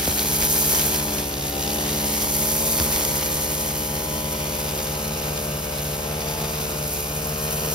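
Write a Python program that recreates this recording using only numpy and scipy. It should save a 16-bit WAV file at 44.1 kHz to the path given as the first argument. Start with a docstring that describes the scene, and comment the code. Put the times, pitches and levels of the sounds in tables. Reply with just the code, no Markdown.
"""In a yard, a petrol string trimmer runs near full throttle as its operator mows tall grass and walks away.
The exhaust drones as a stack of tones locked to the firings; the geared-down line whirs as tones locked to its turns.
Shredded stems and flung air are shaped noise, the casing clatters in a burst per firing, and twigs snap in brief cracks.
Debris knocks the microphone with falling tones, the line whistles once late on, and a steady hum lies underneath.
Two closely spaced microphone ports hear it all."""
import sys
import numpy as np
from scipy import signal
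from scipy.fft import rfft, irfft
from scipy.io import wavfile
from scipy.ndimage import uniform_filter1d

SR = 44100
rng = np.random.default_rng(int(sys.argv[2]) if len(sys.argv) > 2 else 0)


def wrap_up_sound(samples):
    """Save the sound to the file named by the first command line argument, as 16-bit audio."""
    columns = np.atleast_2d(samples).T
    # keep every value between -1 and 1, then stretch to whole-number steps
    tamed = np.clip(columns, -1, 1)
    steps = np.round(tamed * 32767).astype(np.int16)
    wavfile.write(sys.argv[1], SR, steps)


N = 341334   # length in samples
TIME = np.arange(N) / SR   # s
BINS_HZ = np.maximum(np.arange(N // 2 + 1) * SR / N, 1)

# engine speed, with sags for thick grass: [t/s, firings per s]
ENGINE_SPEED = [(0.0, 72.6), (0.06, 72.3), (0.43, 76.1), (1.07, 75.1), (1.2, 73.6), (1.25, 71.9),
                (1.32, 70.8), (1.46, 70.0), (1.75, 74.5), (2.31, 73.4), (2.46, 76.1), (2.72, 78.2),
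                (2.99, 74.3), (3.54, 75.8), (3.77, 75.0), (4.2, 76.3), (4.57, 74.5), (5.09, 75.5),
                (5.93, 73.8), (6.03, 75.2), (6.34, 76.2), (6.9, 74.5), (7.03, 73.0), (7.2, 75.8),
                (7.5, 77.2), (7.74, 76.2)]
# walking away: [t/s, place (0 near, 1 midway, 2 far)]
WALK = [(0, 0.0), (1.3, 0.27), (1.8, 0.2), (2.3, 0.78), (3.0, 1.08), (4.3, 1.2), (5.1, 1.65), (6.2, 1.73),
        (7.74, 2.0)]
# exhaust tones, before the trim and the changes below: [multiple of firing rate, level near/dB, midway/dB, far/dB]
EXHAUST_TONES = [(1, -38.8, -39.8, -40.2), (2, -36.5, -38, -34.6), (3, -52, -54, -53),
                 (4, -38.7, -40.5, -51.5), (5, -39.3, -42.7, -45.7), (6, -44.5, -44, -40),
                 (7, -46.5, -38.6, -42.7), (8, -42, -42.6, -40.3), (9, -48.5, -50.5, -46.3),
                 (10, -45, -52.5, -47.5), (11, -45, -45.7, -51), (12, -61, -60, -58), (13, -51, -43, -52),
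                 (14, -54, -51.5, -52.5), (15, -59, -60, -57), (16, -57, -57, -51.5), (17, -59, -62, -56),
                 (23, -62, -61, -60), (28, -60, -61, -63), (33, -57, -58, -54), (35, -61, -62, -61),
                 (38, -56, -55, -56), (42, -58, -61, -62), (47, -59, -62, -65)]
# change in the exhaust's upper tones as the operator turns: [t/s, level/dB]
BARK = [(0, -1.5), (0.8, 1.5), (1.1, 1.5), (1.35, -1), (1.75, 2.5), (2.2, -0.5), (2.45, -1), (2.8, 0),
        (3.4, 0.5), (5.2, 0.5), (5.9, -0.5), (6.35, 0.5), (7.05, -0.5), (7.3, 1), (7.74, 2)]
# exhaust at the two ports: [f/Hz, left minus right level/dB]
EXHAUST_PAN = [(150, 0), (300, .8), (550, 3.3), (900, 5.5), (1500, 7), (2000, -2), (2500, -2), (2900, 2),
               (4500, 0)]
# tones of the two strands, relative to WHIR_LEVEL: [multiple of head turns, level near/dB, level from midway on/dB]
WHIR_TONES = [(2, -1.5, -2), (4, -7, -12), (6, -15.5, -13), (8, -22, -16)]
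# whir of the free-running line, loudest as the head swings close: [t/s, level/dB]
WHIR_LEVEL = [(0, -33.5), (1.3, -35.5), (2.2, -31.5), (2.9, -35), (4.3, -38), (7.74, -39)]
# steady hum: [multiple of HUM_HZ, level/dB]
HUM_TONES = [(2, -41.5), (3, -48), (4, -50.5), (5, -42.5), (6, -48), (8, -53.5)]
# tone of the engine casing: [f/Hz, relative level per Hz near/dB, relative level per Hz far/dB]
CASING_COLOUR = [(700, -8, -8), (1200, -13, -11.5), (1800, -15, -14), (2250, -3, -6), (2480, 1, 5.5),
                 (2660, -3, -4), (2850, 0, 5.5), (3080, -1, -3), (3500, 3, -5), (3900, 3, -6),
                 (4600, 1.5, 3.5), (5400, 1.5, 4.5), (7000, -1, -1), (15000, -24, -24)]
# clatter of the casing, plainest when the engine faces the microphone: [t/s, level/dB]
CLATTER = [(0, -39), (0.95, -38.5), (1.3, -38.5), (1.7, -33.5), (2.1, -36), (2.5, -51), (3.3, -39.5),
           (4.2, -42.5), (4.6, -43), (5.3, -39.5), (5.55, -48), (6.1, -46), (6.3, -40.5), (6.9, -43),
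           (7.1, -42), (7.5, -42.5), (7.74, -36)]
# the cut, which shredding and clipped blades follow at offsets of their own: [t/s, level/dB]
CUT = [(0.0, -30.5), (0.43, -25.5), (0.73, -24), (1.33, -36), (2.55, -26.5), (2.72, -26.5), (4.22, -35),
       (4.72, -35), (6.21, -37.5), (6.62, -34.5), (6.77, -36.5), (6.94, -32.5), (7.09, -36), (7.74, -32)]
# tone of the shredding: [f/Hz, relative level per Hz/dB]
SHRED_COLOUR = [(1000, -29), (2700, -21), (4000, -6), (5500, -1.5), (6700, 2), (7500, 3.5), (9500, 2.5),
                (12000, 0), (14000, 0.5), (15800, -4)]
# tearing of thick stems, which eases where the line only skims the tips: [t/s, level/dB]
TEARING = [(0, -31), (0.42, -32), (0.55, -32.5), (0.75, -29.5), (1.0, -32.5), (1.35, -36), (1.55, -37),
           (1.9, -33), (2.2, -31.5), (2.5, -33), (2.65, -33), (2.8, -30.5), (3.0, -30), (3.35, -34),
           (4.2, -36.3), (4.7, -33.5), (5.3, -35.5), (5.55, -36), (6.1, -35.5), (6.45, -34.5), (7.1, -37.5),
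           (7.74, -35)]
# tone of the tearing: [f/Hz, relative level per Hz/dB]
TEAR_COLOUR = [(300, -20), (900, -7), (1400, -4.2), (2000, -.9), (3000, -1.6), (5000, -1.8), (7000, -3),
               (15000, -14)]
# tone of the flung air and clippings: [f/Hz, relative level per Hz/dB]
RUSH_COLOUR = [(20, -34), (40, -31), (70, -2), (120, 3), (200, 3.5), (400, 6), (650, 3), (950, 3.5),
               (1500, -5), (3000, -58)]
# the rush at the two ports: [f/Hz, left minus right level/dB]
RUSH_PAN = [(150, 0), (350, 1), (700, 3), (1400, 4), (2500, 3)]
# tone of single clipped blades: [f/Hz, relative level per Hz/dB]
BLADE_COLOUR = [(3000, -28), (6000, -14), (9500, -11), (11000, 0), (12500, 4), (14000, 1), (15800, -10)]
# snapping twigs and thick stems: [t/s, energy before the trim in scene()/dB, lowest f/Hz, highest f/Hz]
SNAPS = [(0.031, -6, 1500, 6000), (0.0565, -6, 1000, 5000), (0.0687, -2, 10000, 15000),
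         (0.0767, -2, 600, 7000), (0.1135, -6, 1000, 5000), (0.1418, -2, 10000, 15000),
         (0.185, -1, 2500, 7000), (0.1943, 2, 3200, 5600), (0.3013, -1, 10000, 15000),
         (0.333, -2, 10000, 15000), (0.4252, 3.5, 800, 9000), (0.4502, 6, 11500, 14500),
         (0.5058, 1, 11000, 15000), (0.5798, 1, 10000, 14000), (0.5886, 1, 11000, 14000),
         (0.6626, 2, 10500, 14000), (0.7742, 0, 10000, 15000), (0.818, 0, 2000, 7000),
         (0.9456, -2, 3000, 9000), (1.0842, -6, 2000, 7000), (1.184, -2, 2200, 7500),
         (1.6265, -2, 3000, 7000), (1.862, -5, 2000, 7000), (1.9292, -6, 2500, 7000),
         (2.0088, -2, 10000, 15000), (2.044, -6, 2500, 7000), (2.2216, -3, 3000, 10000),
         (2.227, -5, 3000, 7000), (2.3659, 1, 10000, 15000), (2.6761, 0, 10000, 15000),
         (2.7683, -2, 2000, 15000), (2.8002, 7, 500, 15000), (2.9611, 2, 5000, 15000),
         (2.963, -4, 1200, 5000), (3.0502, 2, 4000, 15000), (3.2602, -2, 3000, 12000),
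         (3.5512, -5, 3000, 14000), (3.8485, -4, 10000, 15000), (4.7845, -7, 3000, 13000),
         (5.3765, -5, 2500, 8000), (5.785, -7, 3000, 14000), (5.867, -8, 10000, 15000),
         (6.618, -8, 2500, 7000), (6.9374, -4, 9000, 15000), (7.0057, -5, 10000, 15000),
         (7.3834, -7, 10000, 15000), (7.509, -2, 3500, 15000)]
# debris and puffs on the microphone: [t/s, starting level of the knock/dB, first f/Hz, last f/Hz, decay/s]
THUMPS = [(0.0768, -14.5, 820, 75, 0.012), (0.112, -24, 400, 90, 0.005), (0.425, -28, 100, 45, 0.03),
          (0.88, -31, 140, 60, 0.03), (2.807, -17, 170, 65, 0.018), (2.95, -33, 90, 45, 0.04),
          (3.351, -32, 90, 50, 0.025)]
# the line bites into a thick tuft: [t/s, tearing level at its height/dB, half length/s]
TUFTS = [(0.195, -31, .03), (0.42, -31, .04), (0.75, -32, .025), (0.815, -33, .025), (0.945, -34, .025),
         (1.185, -33, .025), (1.63, -37, .03), (1.87, -34, .05), (2.225, -37, .025), (2.8, -32, .025),
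         (2.96, -32, .035), (3.045, -35, .025), (4.48, -34.5, .05), (4.78, -38, .03), (5.37, -39, .03),
         (5.79, -39, .03), (6.32, -37, .04), (6.6, -38, .04)]
# noise at the two ports: [f/Hz, likeness of left and right (0 to 1)]
LIKENESS = [(100, 1), (350, .95), (700, .75), (1400, .25), (2700, .25), (3600, .55), (5000, .75),
            (6800, .85), (7400, 1), (8800, 1), (9300, .82), (11400, .85), (11900, .995), (13600, .995),
            (14300, .78), (16000, .65)]
# the ports hear opposite phases around 8 kHz: [f/Hz, lead of left over right/radians]
LEAD = [(100, 0), (1200, .3), (2200, -.6), (3300, -1.3), (4800, -.2), (5900, -1.5), (6900, -2.45),
        (7400, -3.12), (8800, -3.16), (9200, -3.9), (11400, -5.5), (11900, -6.25), (13600, -6.3),
        (14200, -7.1), (16000, -8.5)]

FLUTTER, FLUTTER_PER_S = 0.1825, 11.46   # small unsteadiness: spread in firings per s; changes per s
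UNEVEN_FIRING = .14   # spread of the exhaust's strength, as a share
EXHAUST_DB = -0.5
SHIMMER_DB, SHIMMER_PER_S = 1.1, 11   # spread for the sixth tone and above; changes per s
GEAR_RATIO = 1.4   # engine turns per head turn
SETTLE_S = 1.7   # a sag is taken against the mean speed over this time
WHIR_SAG_DB_PER_HZ = 2.5   # the whir fades when grass drags on the line
HUM_HZ = 29.1
KNOCK_DEPTH = 1.2   # casing throb per firing
GROUND_ECHO, GROUND_SWING = .24, .06   # echo gain; spread of its delay on a log scale
STROKE_DEPTH, STROKE_DEPTH_PER_DB = 0.16, 0.0146   # strand beat at the mean cut; growth with the cut
OVERTONE_SHARE, LONG_STRAND_SHARE = 0.42, 0.3   # shares of that depth at double and half the rate
SHRED_DB, BLADES_DB = 4, -8   # relative to the cut
# the rush: level near at mean tearing, share of the tearing's swing, rise per place
RUSH_DB, RUSH_FOLLOWS, RUSH_RISE_DB = -40, 0.67, 0.54
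PUFFING = .32   # throb of the rush per firing
TUFT_RUSH_DB = -7.5   # gust of a bite relative to its tearing
CUTOFF_HZ = 15780


def from_db(db):
    """Turn decibels into gain."""
    return 10 ** (np.asarray(db) / 20)


def rms_one(x):
    """Scale to unit power."""
    return x / np.sqrt(np.mean(x ** 2) + 1e-20)


def in_time(rows):
    """Draw one curve over time for each column after the first."""
    s, *columns = np.transpose(rows)
    return [np.interp(TIME, s, column) for column in columns]


def at_hz(points, hz):
    """Read a table between its points on a log-frequency axis."""
    f, value = np.transpose(points)
    return np.interp(np.log(hz), np.log(f), value)


def drift(rate):
    """Wander at random with spread 1, changing about rate times a second."""
    pole = np.exp(-200 * np.pi * rate / SR)   # one step is 100 samples
    steps = rng.standard_normal(N // 100 + 1002)
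    slow = signal.lfilter([1], [1, -2 * pole, pole * pole], steps)[1000:]
    return np.interp(np.arange(N) / 100, np.arange(len(slow)), rms_one(slow))


def at_ports(pair, colour):
    """Colour two unrelated signals and mix them into left and right, partly alike and shifted in phase; rms 1."""
    common, apart = rfft(pair) * from_db(at_hz(colour, BINS_HZ))
    alike = np.clip(at_hz(LIKENESS, BINS_HZ), 0, 1)
    sides = np.array([[1], [-1]])
    mixed = np.sqrt(1 + alike) * common + np.sqrt(1 - alike) * apart * sides
    shift = np.exp(.5j * sides * at_hz(LEAD, BINS_HZ))
    return rms_one(irfft(mixed * shift, N))


def noise_pair():
    """Make two unrelated hisses."""
    return rng.standard_normal((2, N))


def panned(x, pan):
    """Tilt left against right, frequency by frequency."""
    tilt_db = at_hz(pan, BINS_HZ) * np.array([[.5], [-.5]])
    return irfft(rfft(x) * from_db(tilt_db), N)


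def throb(cycles, depth):
    """Make a gain that swells once a cycle, at unit power."""
    return rms_one(np.exp(depth * np.cos(2 * np.pi * cycles)))


def exhaust(firings, firing_hz, place, wander_db, uneven, ring, smear, lead_s, rasp_db, count=48):
    """Add the tones of the firing pulse; each fades and returns as the muffler swings above the ground."""
    order, *levels = np.transpose(EXHAUST_TONES)
    turn = (2 * np.pi * (firings % 1)).astype(np.float32)
    out = np.zeros((2, N), np.float32)
    bark_db, = in_time(BARK)
    for k in range(1, count + 1):
        height = min(k / 20, 1)   # high tones are the most directional
        place_levels = [np.interp(k, order, db) for db in levels]
        level_db = np.interp(place, np.arange(3), place_levels) + min(k / 8, 1) * bark_db
        shimmer_db = SHIMMER_DB * min(k / 6, 1) * drift(SHIMMER_PER_S)
        rove_db = wander_db * min(k / 14, 1) * drift(0.81)
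        gain = from_db((level_db + shimmer_db + height * rasp_db + rove_db).astype(np.float32))
        tilt_db = at_hz(EXHAUST_PAN, k * firing_hz) * np.array([.5, -.5])
        pan = np.sqrt(2) * rms_one(from_db(tilt_db))
        # the muffler rings longest in the bass, and echoes smear the pulse
        scatter = (smear * np.sqrt(k) + 2 * (k < 6)) * rng.standard_normal()
        angle = k * turn + np.float32(-ring * np.log(k) + scatter)
        lead = 2 * np.pi * k * firing_hz * lead_s * min(k / 3, 1) + height ** 2 * rng.standard_normal()
        out[0] += pan[0] * gain * np.cos(angle + np.float32(lead))
        out[1] += pan[1] * gain * np.cos(angle)
    return out * (1 + uneven * drift(51))   # strength varies quickly, as firings are unequal


def sag(speed):
    """Find how far the engine falls below its mean speed around that moment, in firings per s."""
    usual = uniform_filter1d(speed, int(SETTLE_S * SR), mode="nearest")
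    return np.maximum(usual - speed, 0)


def whir(turns, place, wander_db):
    """Two strands sweep the air twice a turn and bend unevenly as they drag through the grass."""
    far = np.minimum(place, 1)
    out = 0
    for k, near_db, far_db in WHIR_TONES:
        level_db = near_db + (far_db - near_db) * far + wander_db * np.sqrt(k / 2) * drift(5.0)
        out = out + np.sqrt(2) * from_db(level_db) * np.sin(2 * np.pi * k * turns)
    return out


def hum():
    """Add steady low tones of some other machine; one lies close enough to the trimmer's drone to beat with it."""
    return sum(np.sqrt(2) * from_db(db) * np.sin(2 * np.pi * (round(k) * HUM_HZ * TIME + rng.random()))
               for k, db in HUM_TONES)


def casing(firings, place):
    """Valve gear and piston rattle in one burst per firing; the tone turns hollower with distance."""
    clatter_db = in_time(CLATTER)[0] + 1.4 * drift(40)
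    knocks = throb(firings, KNOCK_DEPTH) * throb(2 * firings, depth=0.075) * from_db(clatter_db)
    near, far = (at_ports(noise_pair(), np.array(CASING_COLOUR)[:, [0, k]]) for k in (1, 2))
    away = np.clip(place / WALK[-1][1], 0, 1)
    return knocks * (np.sqrt(1 - away) * near + np.sqrt(away) * far)


def grains(per_s, spread_db, smooth):
    """Scatter tiny fractures of uneven size over a smooth hiss, twice over."""
    sizes = from_db(spread_db * np.minimum(rng.exponential(1, (2, N)), 5))
    signed = sizes * rng.choice([-1, 1], (2, N))
    fractures = signed * (rng.random((2, N)) < per_s / SR)
    return rms_one(fractures) + smooth * noise_pair()


def strikes(turns, swing_db):
    """Strands hit stems as they come round, one strand harder; the deeper the cut, the stronger the beat."""
    depth = np.clip(STROKE_DEPTH + STROKE_DEPTH_PER_DB * swing_db, 0, 1)
    both = throb(2 * turns, depth)
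    return both * throb(4 * turns, depth * OVERTONE_SHARE) * throb(turns, depth * LONG_STRAND_SHARE)


def shred(firings, strokes, cut_db):
    """Stems break in many tiny fractures that beat with the strands and, faintly, with the firings."""
    fibres = grains(per_s=4500, spread_db=1.0, smooth=0.88) * strokes * throb(firings, depth=0.031)
    return from_db(cut_db + SHRED_DB + 1.0 * drift(21)) * at_ports(fibres, SHRED_COLOUR)


def slaps(turns, spread_db, size=4096):
    """Each pass of a strand meets more or less grass than the last; a gain."""
    passes = np.interp(2 * turns, np.arange(size), rng.standard_normal(size))
    return rms_one(from_db(spread_db * passes))


def tear(firings, turns, strokes, tear_db, bites):
    """Thick stems tear in coarser, more uneven fractures, stronger or weaker from pass to pass."""
    fibres = at_ports(grains(per_s=3500, spread_db=3.5, smooth=0.85) * strokes, TEAR_COLOUR)
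    gain = np.hypot(from_db(tear_db), bites) * from_db(1.04 * drift(23))
    return gain * slaps(turns, spread_db=1.36) * throb(firings, depth=0.051) * fibres


def off_the_ground(x, place, echo, delay_s, swing):
    """A ground echo cuts hollows into the hiss; they slide as the trimmer swings and moves away."""
    late = np.arange(N) - SR * delay_s * np.exp(swing * drift(.5)) / (1 + 0.28 * place)
    source = np.clip(late, 0, N - 1).astype(int)
    return (x + echo * np.array([side[source] for side in x])) / np.sqrt(1 + echo ** 2)


def rush(firings, place, tear_db, bites):
    """The head flings air and clippings in a low hiss that follows the tearing and puffs with the firings."""
    follow_db = RUSH_FOLLOWS * (tear_db - tear_db.mean())
    steady = from_db(RUSH_DB + follow_db + RUSH_RISE_DB * place + 2.0 * drift(8.1))
    gusts = np.hypot(steady, from_db(TUFT_RUSH_DB) * bites)
    air = at_ports(noise_pair() * throb(firings, depth=PUFFING), RUSH_COLOUR)
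    return gusts * panned(air, RUSH_PAN)


def blades(cut_db, per_s, decay_s):
    """Single blades of grass part with short bright bursts at random moments."""
    starts = (rng.random(N) < per_s / SR) * rng.uniform(.3, 1, N)
    bursts = signal.lfilter([1], [1, -np.exp(-1 / (decay_s * SR))], starts + 1e-18)
    return from_db(cut_db + BLADES_DB) * at_ports(noise_pair() * bursts, BLADE_COLOUR)


def snaps(decay_s, splinter, colour, size=400):
    """Each break is one sharp crack and a brief splintering, in a band of its own."""
    out = np.zeros((2, N + size))
    for s, db, low_hz, high_hz in SNAPS:
        fading = rng.standard_normal((2, size)) * np.exp(-TIME[:size] / decay_s)
        burst = splinter * rms_one(fading) / np.sqrt(size)
        burst[0, 0] = 1   # the sharp crack
        band = signal.butter(2, [low_hz, high_hz], "band", fs=SR, output="sos")
        crack = signal.sosfilt(band, burst)
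        at = int(s * SR)
        out[:, at:at + size] += from_db(db) * rms_one(crack) / np.sqrt(size)
    return at_ports(out[:, :N], colour) * np.sqrt(np.mean(out ** 2))


def thumps(glide_s, rough, eddy_hz, size=8000):
    """A knock on the microphone rings in a tone that falls ever lower as it dies; the stirred air flutters on
    twice as long."""
    out, t = np.zeros(N + size), TIME[:size]
    band = signal.butter(2, [35, eddy_hz], "band", fs=SR, output="sos")
    for s, db, first_hz, last_hz, decay in THUMPS:
        hz = last_hz + (first_hz - last_hz) * np.exp(-t / glide_s)
        knock = np.sin(2 * np.pi * np.cumsum(hz) / SR) * np.exp(-t / decay)
        eddies = rms_one(signal.sosfilt(band, rng.standard_normal(size)))
        at = int(s * SR)
        out[at:at + size] += from_db(db) * (knock + rough * eddies * np.exp(-t / (2 * decay)))
    return out[:N]


def tufts():
    """Each bite swells and dies within a few strokes of the line; a gain."""
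    return sum(from_db(db) * np.exp(-((TIME - s) / half_s) ** 2) for s, db, half_s in TUFTS)


def whistle(turns, s, half_s, db, order=8):
    """For a moment the line skims the ground and sings on a high multiple of its turning rate."""
    swell = np.exp(-((TIME - s) / half_s) ** 4)
    return np.sqrt(2) * from_db(db + 1.6 * drift(22)) * swell * np.cos(2 * np.pi * order * turns)


def scene():
    """One crankshaft times the exhaust, casing and cutting head; the rush follows the tearing."""
    (speed,), (place,), (cut_db,), (tear_db,) = map(in_time, (ENGINE_SPEED, WALK, CUT, TEARING))
    bites = tufts()
    firings = np.cumsum(speed + FLUTTER * drift(FLUTTER_PER_S)) / SR
    crank = 2 * firings   # four-stroke: two revolutions to a firing
    turns = crank / GEAR_RATIO
    strokes = strikes(turns, cut_db - cut_db.mean())

    engine = from_db(EXHAUST_DB) * exhaust(
        firings, np.mean(speed), place, wander_db=2.5, uneven=UNEVEN_FIRING,
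        ring=6.014, smear=0.26, lead_s=0.00027, rasp_db=3.0)
    line_db = in_time(WHIR_LEVEL)[0] - WHIR_SAG_DB_PER_HZ * sag(speed)
    line = from_db(line_db) * whir(turns, place, wander_db=1.32)
    rattle_and_tear = casing(firings, place) + tear(firings, turns, strokes, tear_db, bites)
    hiss = off_the_ground(rattle_and_tear, place, GROUND_ECHO, delay_s=0.001145, swing=GROUND_SWING)
    grass = shred(firings, strokes, cut_db) + blades(cut_db, per_s=70, decay_s=.0007)
    air = rush(firings, place, tear_db, bites)
    twigs = from_db(-1.5) * snaps(decay_s=.0008, splinter=1.0, colour=[(300, 0), (13000, 0), (16000, -4)])
    debris = thumps(glide_s=0.0036, rough=.17, eddy_hz=330)
    singing = whistle(turns, s=6.35, half_s=.17, db=-44)
    return engine + line + hum() + hiss + grass + air + twigs + debris + singing


def record(dry):
    """Round the sharpest peaks and cut the top steeply."""
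    rounded = .9 * np.tanh(dry / .9)
    return irfft(rfft(rounded) / np.sqrt(1 + (BINS_HZ / CUTOFF_HZ) ** 400), N)


dry = scene()
out = record(dry)
wrap_up_sound(out)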